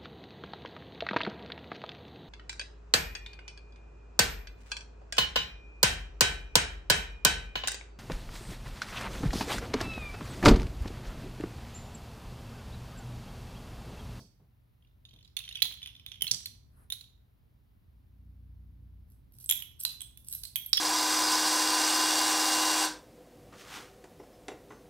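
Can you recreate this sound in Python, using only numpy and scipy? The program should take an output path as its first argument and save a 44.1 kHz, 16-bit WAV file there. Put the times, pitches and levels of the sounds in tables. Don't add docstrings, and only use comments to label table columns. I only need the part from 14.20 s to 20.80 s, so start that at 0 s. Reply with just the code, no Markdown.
import sys
import numpy as np
from scipy import signal
from scipy.fft import rfft, irfft, next_fast_len
from scipy.io import wavfile

SR = 44100
rng = np.random.default_rng(int(sys.argv[2]) if len(sys.argv) > 2 else 0)


def waveform_to_disk(signal):
    frames = np.transpose(np.atleast_2d(signal))
    scaled = np.clip(frames, -1, 1) * 32767
    samples = np.round(scaled).astype(np.int16)
    wavfile.write(sys.argv[1], SR, samples)


N = 291060

# t/s, level/dB
RUMBLE_LEVEL = [(0, -66), (1.3, -61.5), (2.3, -58.5), (3.1, -63), (4.4, -59), (5.6, -58.5), (6.6, -59)]
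# f/Hz, relative level/dB
RUMBLE_SPECTRUM = [(20, -40), (30, -26.5), (45, 4.5), (62, 4), (110, -1.5), (160, -10), (280, -15.5),
                   (400, -24), (650, -40), (1000, -37), (2200, -86)]
# f/Hz, relative level/dB
HISS_SPECTRUM = [(240, -21), (450, -10.5), (800, -12.5), (1750, -17.5), (4000, -22), (7900, -35),
                 (10700, -23.5), (15300, -20), (16500, -33)]
# f/Hz, correlation (below 0 counts as 0)
STEREO_LIKENESS = [(60, 0.81), (180, 0.81), (550, -1.1), (1650, -1.7), (4970, 0.93), (15000, -1)]
# multiple of the firing rate, relative level/dB
ENGINE_PARTIALS = [(2, 1), (3, -4), (4, -14), (5, -14), (6, -20.5), (7, -19.5), (8, -23.5), (9.5, -24)]
ENGINE_S, ENGINE_RISE_S, ENGINE_HOLD_S, ENGINE_FALL_S, ENGINE_DB = 4.03, 0.5, 0.72, 0.6, -51.5
ENGINE_HZ, ENGINE_HZ_PER_S = 29.8, 0.6
SWELL_DB = 30

# f/Hz, relative level/dB
SCUFF_SPECTRUM = [(200, 8.5), (700, -4), (1400, 1.5), (2500, -16), (7000, -26), (10500, -1.5), (15000, -23)]
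SCUFF_S, SCUFF_RISE_S, SCUFF_HOLD_S, SCUFF_FALL_S, SCUFF_DB = 2.58, 0.12, 0.058, 0.089, -66

SMALL_HZ, MEDIUM_HZ, WIDE_HZ, LARGE_HZ = 12640, 8130, 7300, 5350
# t/s at full strength, rise/s, hold/s, level/dB of the ticks
PALM_SHUFFLES = [(4.903, 0.055, 0.018, -76), (5.202, 0.17, .07, -63), (5.603, 0.037, 0.01, -48.5),
                 (6.094, 0.082, 0.033, -49.5), (6.239, 0.31, 0.024, -50.5)]
SHUFFLE_RELEASE_S = 0.037
# f/Hz, relative level/dB
COIN_CONTACT_SPECTRUM = [(880, -46), (1500, -20), (2040, -39.5), (2540, -17.5), (3310, -14), (6120, -8),
                         (6830, -18.5), (8400, -2.5), (11100, 1), (16000, -13)]
JINGLE_DB, JINGLE_MEDIUM_DB, JINGLE_T60 = -8, -9, 0.011
# t/s, ring level/dB, coin pitch f/Hz
COIN_CLINKS = [(4.901, -66, SMALL_HZ), (5.122, -63.5, SMALL_HZ), (5.186, -52.5, SMALL_HZ),
               (5.2423, -44.5, SMALL_HZ), (5.2603, -41, MEDIUM_HZ), (5.6013, -40.5, MEDIUM_HZ),
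               (5.6353, -35, SMALL_HZ), (6.0854, -40, MEDIUM_HZ), (6.1112, -46, SMALL_HZ),
               (6.1497, -35.5, SMALL_HZ), (6.4616, -37, SMALL_HZ), (6.4923, -52, MEDIUM_HZ)]
CLINK_TICK_DB, HAND_PAN_DB = -5.5, -3.5

# start t/s, end t/s, typical body level/dB,
# typical cap pitch f/Hz
CAP_NUDGES = [(0.599, 0.67, -73, 3400), (0.847, 1.08, -62, 3750), (1.19, 1.4, -46.5, 3300),
              (1.571, 1.69, -52, 3200), (1.738, 1.8, -53.5, 3480), (1.879, 1.96, -53, 3300),
              (2.798, 2.843, -58, 3700)]
NUDGE_PER_S, NUDGE_SPREAD_DB, NUDGE_SNAP_DB = 40, -1, -13
CAP_SPREAD = 0.095
CAP_ROOM_DB, CAP_PAN_DB = -2.5, -2

# t/s, nominal body level/dB,
# cap pitch f/Hz, nominal snap level/dB, left over right/dB, coin pitch f/Hz, ring level/dB
COIN_LANDINGS = [(5.2922, -31, 3395, -22.5, -29, SMALL_HZ, -42),
                 (5.2984, -30.5, 3290, -25.5, 15, WIDE_HZ, -27.5),
                 (5.3103, -26, 3340, -22, -4.5, SMALL_HZ, -21.5),
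                 (5.3224, -28.5, 3376, -42, -25, SMALL_HZ, -30),
                 (5.4226, -41, 3040, -41.5, -10, SMALL_HZ, -40),
                 (5.6506, -23.5, 4052, -28, -8, MEDIUM_HZ, -37), (5.721, -56, 4150, -65, 2, SMALL_HZ, -48),
                 (5.8063, -42.5, 3385, -46, -13, MEDIUM_HZ, -43),
                 (5.817, -42.5, 3370, -39.5, -5, MEDIUM_HZ, -39),
                 (5.9738, -55.5, 3530, -47.5, -13, SMALL_HZ, -53),
                 (6.126, -45, 4000, -32.5, -2, SMALL_HZ, -47), (6.2358, -40, 4320, -37, -8, MEDIUM_HZ, -47),
                 (6.2523, -43.5, 4160, -48, -17, MEDIUM_HZ, -44),
                 (6.3577, -29.5, 3280, -27.5, -44, SMALL_HZ, -28.5),
                 (6.3636, -39, 3230, -35.5, 40, SMALL_HZ, -32.5),
                 (6.531, -20, 4630, -33.5, -17, LARGE_HZ, -20),
                 (6.5333, -27.5, 3860, -35, 0, LARGE_HZ, -29),
                 (6.5719, -30, 3310, -30, -7, LARGE_HZ, -23.5),
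                 (6.5778, -24.5, 3390, -43, -2, SMALL_HZ, -50)]
COIN_ROOM_DB, COIN_T60 = 0.5, 0.026

# t/s, nominal body level/dB, cap pitch f/Hz, nominal snap level/dB,
# left over right/dB
CAP_BLOWS = [(-0.03, -40.5, 4550, -45.5, -4), (0.852, -50.5, 3630, -65.5, -7),
             (0.938, -57.5, 3750, -67, -23), (1.048, -57.5, 3870, -71, -17), (1.1675, -30, 3590, -36, -28),
             (1.1715, -36.5, 3420, -48, 0), (1.1899, -42.5, 3620, -42, -4), (1.2898, -39, 3655, -50, -15.5),
             (1.3548, -35, 3370, -48.5, -8), (1.371, -43.5, 3120, -52, 3.5),
             (1.4207, -19.5, 3390, -27, -11.5), (1.4239, -22, 4117, -25.5, -7.5),
             (1.5231, -45.5, 3210, -49, -5), (1.5387, -48, 3170, -51.5, -8), (1.6291, -40, 3504, -56.5, -4),
             (1.6598, -39.5, 3066, -51, -4), (1.673, -42.5, 3380, -50.5, -5),
             (1.863, -38.5, 3520, -46, -7.5), (1.9176, -38.5, 3360, -57, -13.5),
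             (2.009, -39, 3140, -49.5, -10), (2.021, -26, 3080, -24, -10.5),
             (2.068, -32.5, 3320, -43, -10.5), (2.077, -34.5, 4160, -43.5, -6),
             (2.1123, -25.5, 4790, -30.5, -13.5), (2.1148, -21.5, 5640, -35, -5.5),
             (2.258, -36, 4204, -38.5, -4.5), (2.702, -37.5, 3570, -40, -6), (2.7226, -31, 3794, -31.5, -8),
             (2.8097, -50, 4110, -54, -14)]
# t/s, level/dB before the envelope
PILE_THUDS = [(0.0, -50.5), (0.195, -57), (0.932, -58.5), (1.424, -52), (2.012, -52), (2.112, -48.5),
              (2.258, -69), (6.14, -62.5)]
# f/Hz, relative level/dB
CARPET_SPECTRUM = [(25, -40.5), (50, -12), (80, -6), (150, 2.5), (300, -12.5), (700, -20), (2000, -42.5),
                   (6000, -79)]
# multiple of the pitch, relative level/dB, t60/s
SKIRT_MODES = [(1, -0.5, 0.013), (0.76, -21.5, 0.067), (0.91, -12.5, 0.032), (1.12, -8, 0.028),
               (1.74, -19.5, 0.061)]
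# typical f/Hz, relative level/dB, t60/s
TOP_MODES = [(10650, 1, 0.056), (10700, 0, 0.012), (11900, -10.5, 0.033)]
# multiple of the cap's pitch, relative level/dB
SKIRT_KNOCK = [(0.15, -42.5), (0.399, -19), (0.7, -2), (1.1, -2), (1.6, -5.5), (2, -15), (3.2, -47.5)]
# f/Hz, relative level/dB
TOP_SNAP = [(3500, -42), (6300, -8), (7800, -14), (10000, 0), (12500, -3), (15500, -4), (17000, -9.5)]
# f/Hz, relative level/dB
HOLLOW_TOCK = [(150, -31.5), (450, -18.5), (750, -8.5), (1150, -1.5), (1800, 1), (3500, -25)]

BODY_T60, TREBLE_T60 = 0.43, 0.31
TOP_HZ = 16100


def amp(db):
    return 10 ** (np.asarray(db) / 20)


def unit(x):
    return x / np.sqrt(np.mean(x ** 2) + 1e-20)


def attack_unit(x, size=280):
    return x / np.sqrt(np.mean(x[..., :size] ** 2) + 1e-20)


def along(points, hz):
    f, v = np.transpose(points)
    return np.interp(np.log(hz + 1), np.log(f + 1), v)


def curve(rows):
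    return np.interp(np.arange(N) / SR, *np.transpose(rows))


def coloured(x, spectrum):
    n = x.shape[-1]
    m = next_fast_len(n)
    gain = amp(along(spectrum, np.fft.rfftfreq(m, 1 / SR)))
    return irfft(rfft(x, m) * gain, m)[..., :n]


def fade(t60, size):
    return np.exp(-np.log(1000) * np.arange(size) / SR / t60)


def swell(s, rise, hold, fall):
    t = np.arange(N) / SR - s
    distance = np.maximum(-t / rise, (t - hold) / fall)
    return amp(-SWELL_DB * np.clip(distance, 0, 10))


def add(track, s, sound):
    start = round(s * SR)
    part = sound[:, max(-start, 0):max(N - start, 0)]
    track[:, max(start, 0):][:, :part.shape[1]] += part


def ring(modes, size=4096):
    t = np.arange(size) / SR
    ringing = np.zeros(size)
    for hz, db, t60 in modes:
        strength = amp(db + 1.0 * rng.normal())
        ringing += strength * fade(t60, size) * np.sin(2 * np.pi * hz * t)
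    return attack_unit(ringing * (1 - fade(0.0015, size)))


def crack(spectrum, t60, size=4096):
    chatter = rng.standard_normal(size) * fade(t60, size)
    impulse = np.arange(size) == 0
    force = chatter / np.linalg.norm(chatter) + 0.7 * impulse
    return attack_unit(coloured(np.roll(force, 12), spectrum))


def room(t60, size=20000):
    density = np.clip(0.03 + (np.arange(size) / SR / 0.1) ** 2, 0, 1)
    present = rng.random((2, size)) < density
    arrivals = present * rng.choice([-1, 1], (2, size)) / np.sqrt(density)
    tail = arrivals * fade(t60, size) * (1 - fade(0.03, size)) ** 2
    return unit(tail) / np.sqrt(size)


def placed(sound, pan_db, room_db, t60, echo_db):
    room_sides = unit(amp(np.array([[-1], [1]]) * 3.4))
    paths = room(t60) * amp(room_db) * room_sides
    sides = unit(amp(np.array([pan_db, -pan_db]) / 2))
    lag = rng.integers(3, 6)
    echo = round(rng.uniform(0.0019, 0.0029) * SR)
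    for side, delay in enumerate((0, lag)):
        paths[side, delay] += sides[side]
        paths[side, echo + delay] += sides[side] * amp(echo_db)
    return signal.fftconvolve(sound[None], paths, axes=1)


def air(spectrum):
    m = next_fast_len(N)
    likeness = np.clip(along(STEREO_LIKENESS, np.fft.rfftfreq(m, 1 / SR)), 0, 1)
    turn = np.arccos(likeness) / 2
    noise = rfft(rng.standard_normal((2, m)))
    mid, side = irfft(noise * [np.cos(turn), np.sin(turn)], m)[:, :N]
    return unit(coloured(np.array([mid + side, mid - side]), spectrum))


def distant_engine():
    t = np.arange(N) / SR
    turns = np.cumsum(ENGINE_HZ + ENGINE_HZ_PER_S * (t - ENGINE_S)) / SR
    engine = np.zeros(N)
    for k, db in ENGINE_PARTIALS:
        engine += amp(db) * np.sin(2 * np.pi * (k * turns + rng.random()))
    passing = amp(ENGINE_DB) * swell(ENGINE_S, ENGINE_RISE_S, ENGINE_HOLD_S, ENGINE_FALL_S)
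    return passing * unit(engine)


def background():
    engine = distant_engine()
    rumble = amp(curve(RUMBLE_LEVEL)) * air(RUMBLE_SPECTRUM)
    hiss = amp(-78.5) * air(HISS_SPECTRUM)
    hum = amp(-68) * np.sin(2 * np.pi * 120 * np.arange(N) / SR)
    return rumble + hiss + hum + engine


def scuff():
    brush = swell(SCUFF_S, SCUFF_RISE_S, SCUFF_HOLD_S, SCUFF_FALL_S)
    return amp(SCUFF_DB) * brush * air(SCUFF_SPECTRUM)


def palm():
    present = rng.random(N) < 260 / SR
    ticks = present * rng.standard_normal(N) * amp(4 * rng.standard_normal(N))
    effort = np.zeros(N)
    for s, rise, hold, db in PALM_SHUFFLES:
        effort += amp(db) * swell(s, rise, hold, SHUFFLE_RELEASE_S)
    held_coins = ring([(SMALL_HZ, 0, JINGLE_T60), (MEDIUM_HZ, JINGLE_MEDIUM_DB, JINGLE_T60)])
    jingle = signal.fftconvolve(ticks, held_coins)[:N]
    slide = effort * (unit(coloured(ticks, COIN_CONTACT_SPECTRUM)) + amp(JINGLE_DB) * unit(jingle))
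    return placed(slide, HAND_PAN_DB, room_db=1.5, t60=TREBLE_T60, echo_db=1)[:, :N]


def clinks():
    track = np.zeros((2, N))
    for s, db, hz in COIN_CLINKS:
        ringing = ring([(hz, 0, COIN_T60)])
        tick = crack(COIN_CONTACT_SPECTRUM, t60=0.0038)
        clink = amp(db) * (ringing + amp(CLINK_TICK_DB) * tick)
        add(track, s, placed(clink, HAND_PAN_DB, room_db=-7, t60=TREBLE_T60, echo_db=-10.5))
    return track


def cap_body(hz, pure_db, hollow_db):
    (_, main_db, main_t60), *others = SKIRT_MODES
    modes = [(hz, main_db + pure_db, main_t60 * amp(pure_db))]
    for k, db, t60 in others:
        modes.append((k * hz * (1 + 0.036 * rng.normal()), db, t60))
    rim_db = np.clip((hz - 4000) / 30, 0, 14)
    knock = amp(-8 + rim_db - pure_db) * crack([(k * hz, db) for k, db in SKIRT_KNOCK], t60=0.006)
    skirt = ring(modes)
    tock = amp(hollow_db) * crack(HOLLOW_TOCK, t60=0.033)
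    return attack_unit(skirt + knock + tock)


def cap_snap(dull_db):
    top_size = 1 + 0.041 * rng.normal()
    tick = crack([(f, db - dull_db * (f > 13000)) for f, db in TOP_SNAP], t60=0.005)
    top = ring([(f * top_size, db, t60) for f, db, t60 in TOP_MODES])
    return attack_unit(amp(-9.5) * top + tick)


def add_cap(track, s, body_db, hz, snap_db, pan_db, room_db, pure_db, hollow_db, dull_db):
    body = amp(body_db - 0.45) * cap_body(hz, pure_db, hollow_db)
    snap = amp(snap_db - 3.5) * cap_snap(dull_db)
    add(track, s, placed(body, pan_db, room_db - 5.5, BODY_T60, echo_db=-5.5))
    add(track, s, placed(snap, pan_db, room_db - 5.0, TREBLE_T60, echo_db=-4.0))


def nudges():
    track = np.zeros((2, N))
    for start, end, db, typical_hz in CAP_NUDGES:
        for slot in np.arange(start, end, 1 / NUDGE_PER_S):
            s = slot + rng.random() / NUDGE_PER_S
            body_db = db + NUDGE_SPREAD_DB * rng.normal()
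            hz = typical_hz * (1 + CAP_SPREAD * rng.normal())
            pan_db = CAP_PAN_DB + 4 * rng.normal()
            add_cap(track, s, body_db, hz, body_db + NUDGE_SNAP_DB, pan_db,
                    room_db=1.5, pure_db=3.0, hollow_db=-28, dull_db=10)
    return track


def coins():
    track = np.zeros((2, N))
    for s, body_db, cap_hz, snap_db, pan_db, coin_hz, ring_db in COIN_LANDINGS:
        add_cap(track, s, body_db, cap_hz, snap_db, pan_db, COIN_ROOM_DB,
                pure_db=4.5, hollow_db=-24, dull_db=2)
        clink = amp(ring_db) * ring([(coin_hz, 0, COIN_T60)])
        add(track, s, placed(clink, pan_db, COIN_ROOM_DB - 7.5, TREBLE_T60, echo_db=-20.0))
    return track


def thuds():
    track, size = np.zeros((2, N)), 8192
    for s, db in PILE_THUDS:
        push = unit(coloured(rng.standard_normal(size), CARPET_SPECTRUM))
        thud = amp(db) * push * fade(0.31, size) * (1 - fade(0.03, size))
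        add(track, s, thud * np.ones((2, 1)))
    return track


def caps():
    track = np.zeros((2, N))
    for s, body_db, hz, snap_db, pan_db in CAP_BLOWS:
        dull_db = np.clip(-0.3 * (snap_db + 29), 0, 10)
        add_cap(track, s, body_db, hz, snap_db, pan_db, CAP_ROOM_DB,
                pure_db=4.5, hollow_db=-31, dull_db=dull_db)
        later = s + rng.uniform(0.0076, 0.035)
        other_hz = hz * (1 + 0.088 * rng.normal())
        add_cap(track, later, body_db - 13, other_hz, snap_db - 17.5, pan_db,
                room_db=-2, pure_db=6, hollow_db=-19.5, dull_db=dull_db)
    return track


def scene():
    return background() + scuff() + palm() + caps() + thuds() + coins() + clinks() + nudges()


def record(dry):
    m = next_fast_len(N + SR // 2)
    hz = np.fft.rfftfreq(m, 1 / SR)
    band = np.clip((TOP_HZ - hz) / 600 + 0.5, 0, 1)
    return irfft(rfft(dry, m) * band, m)[:, :N]


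dry = scene()
out = record(dry)
waveform_to_disk(out)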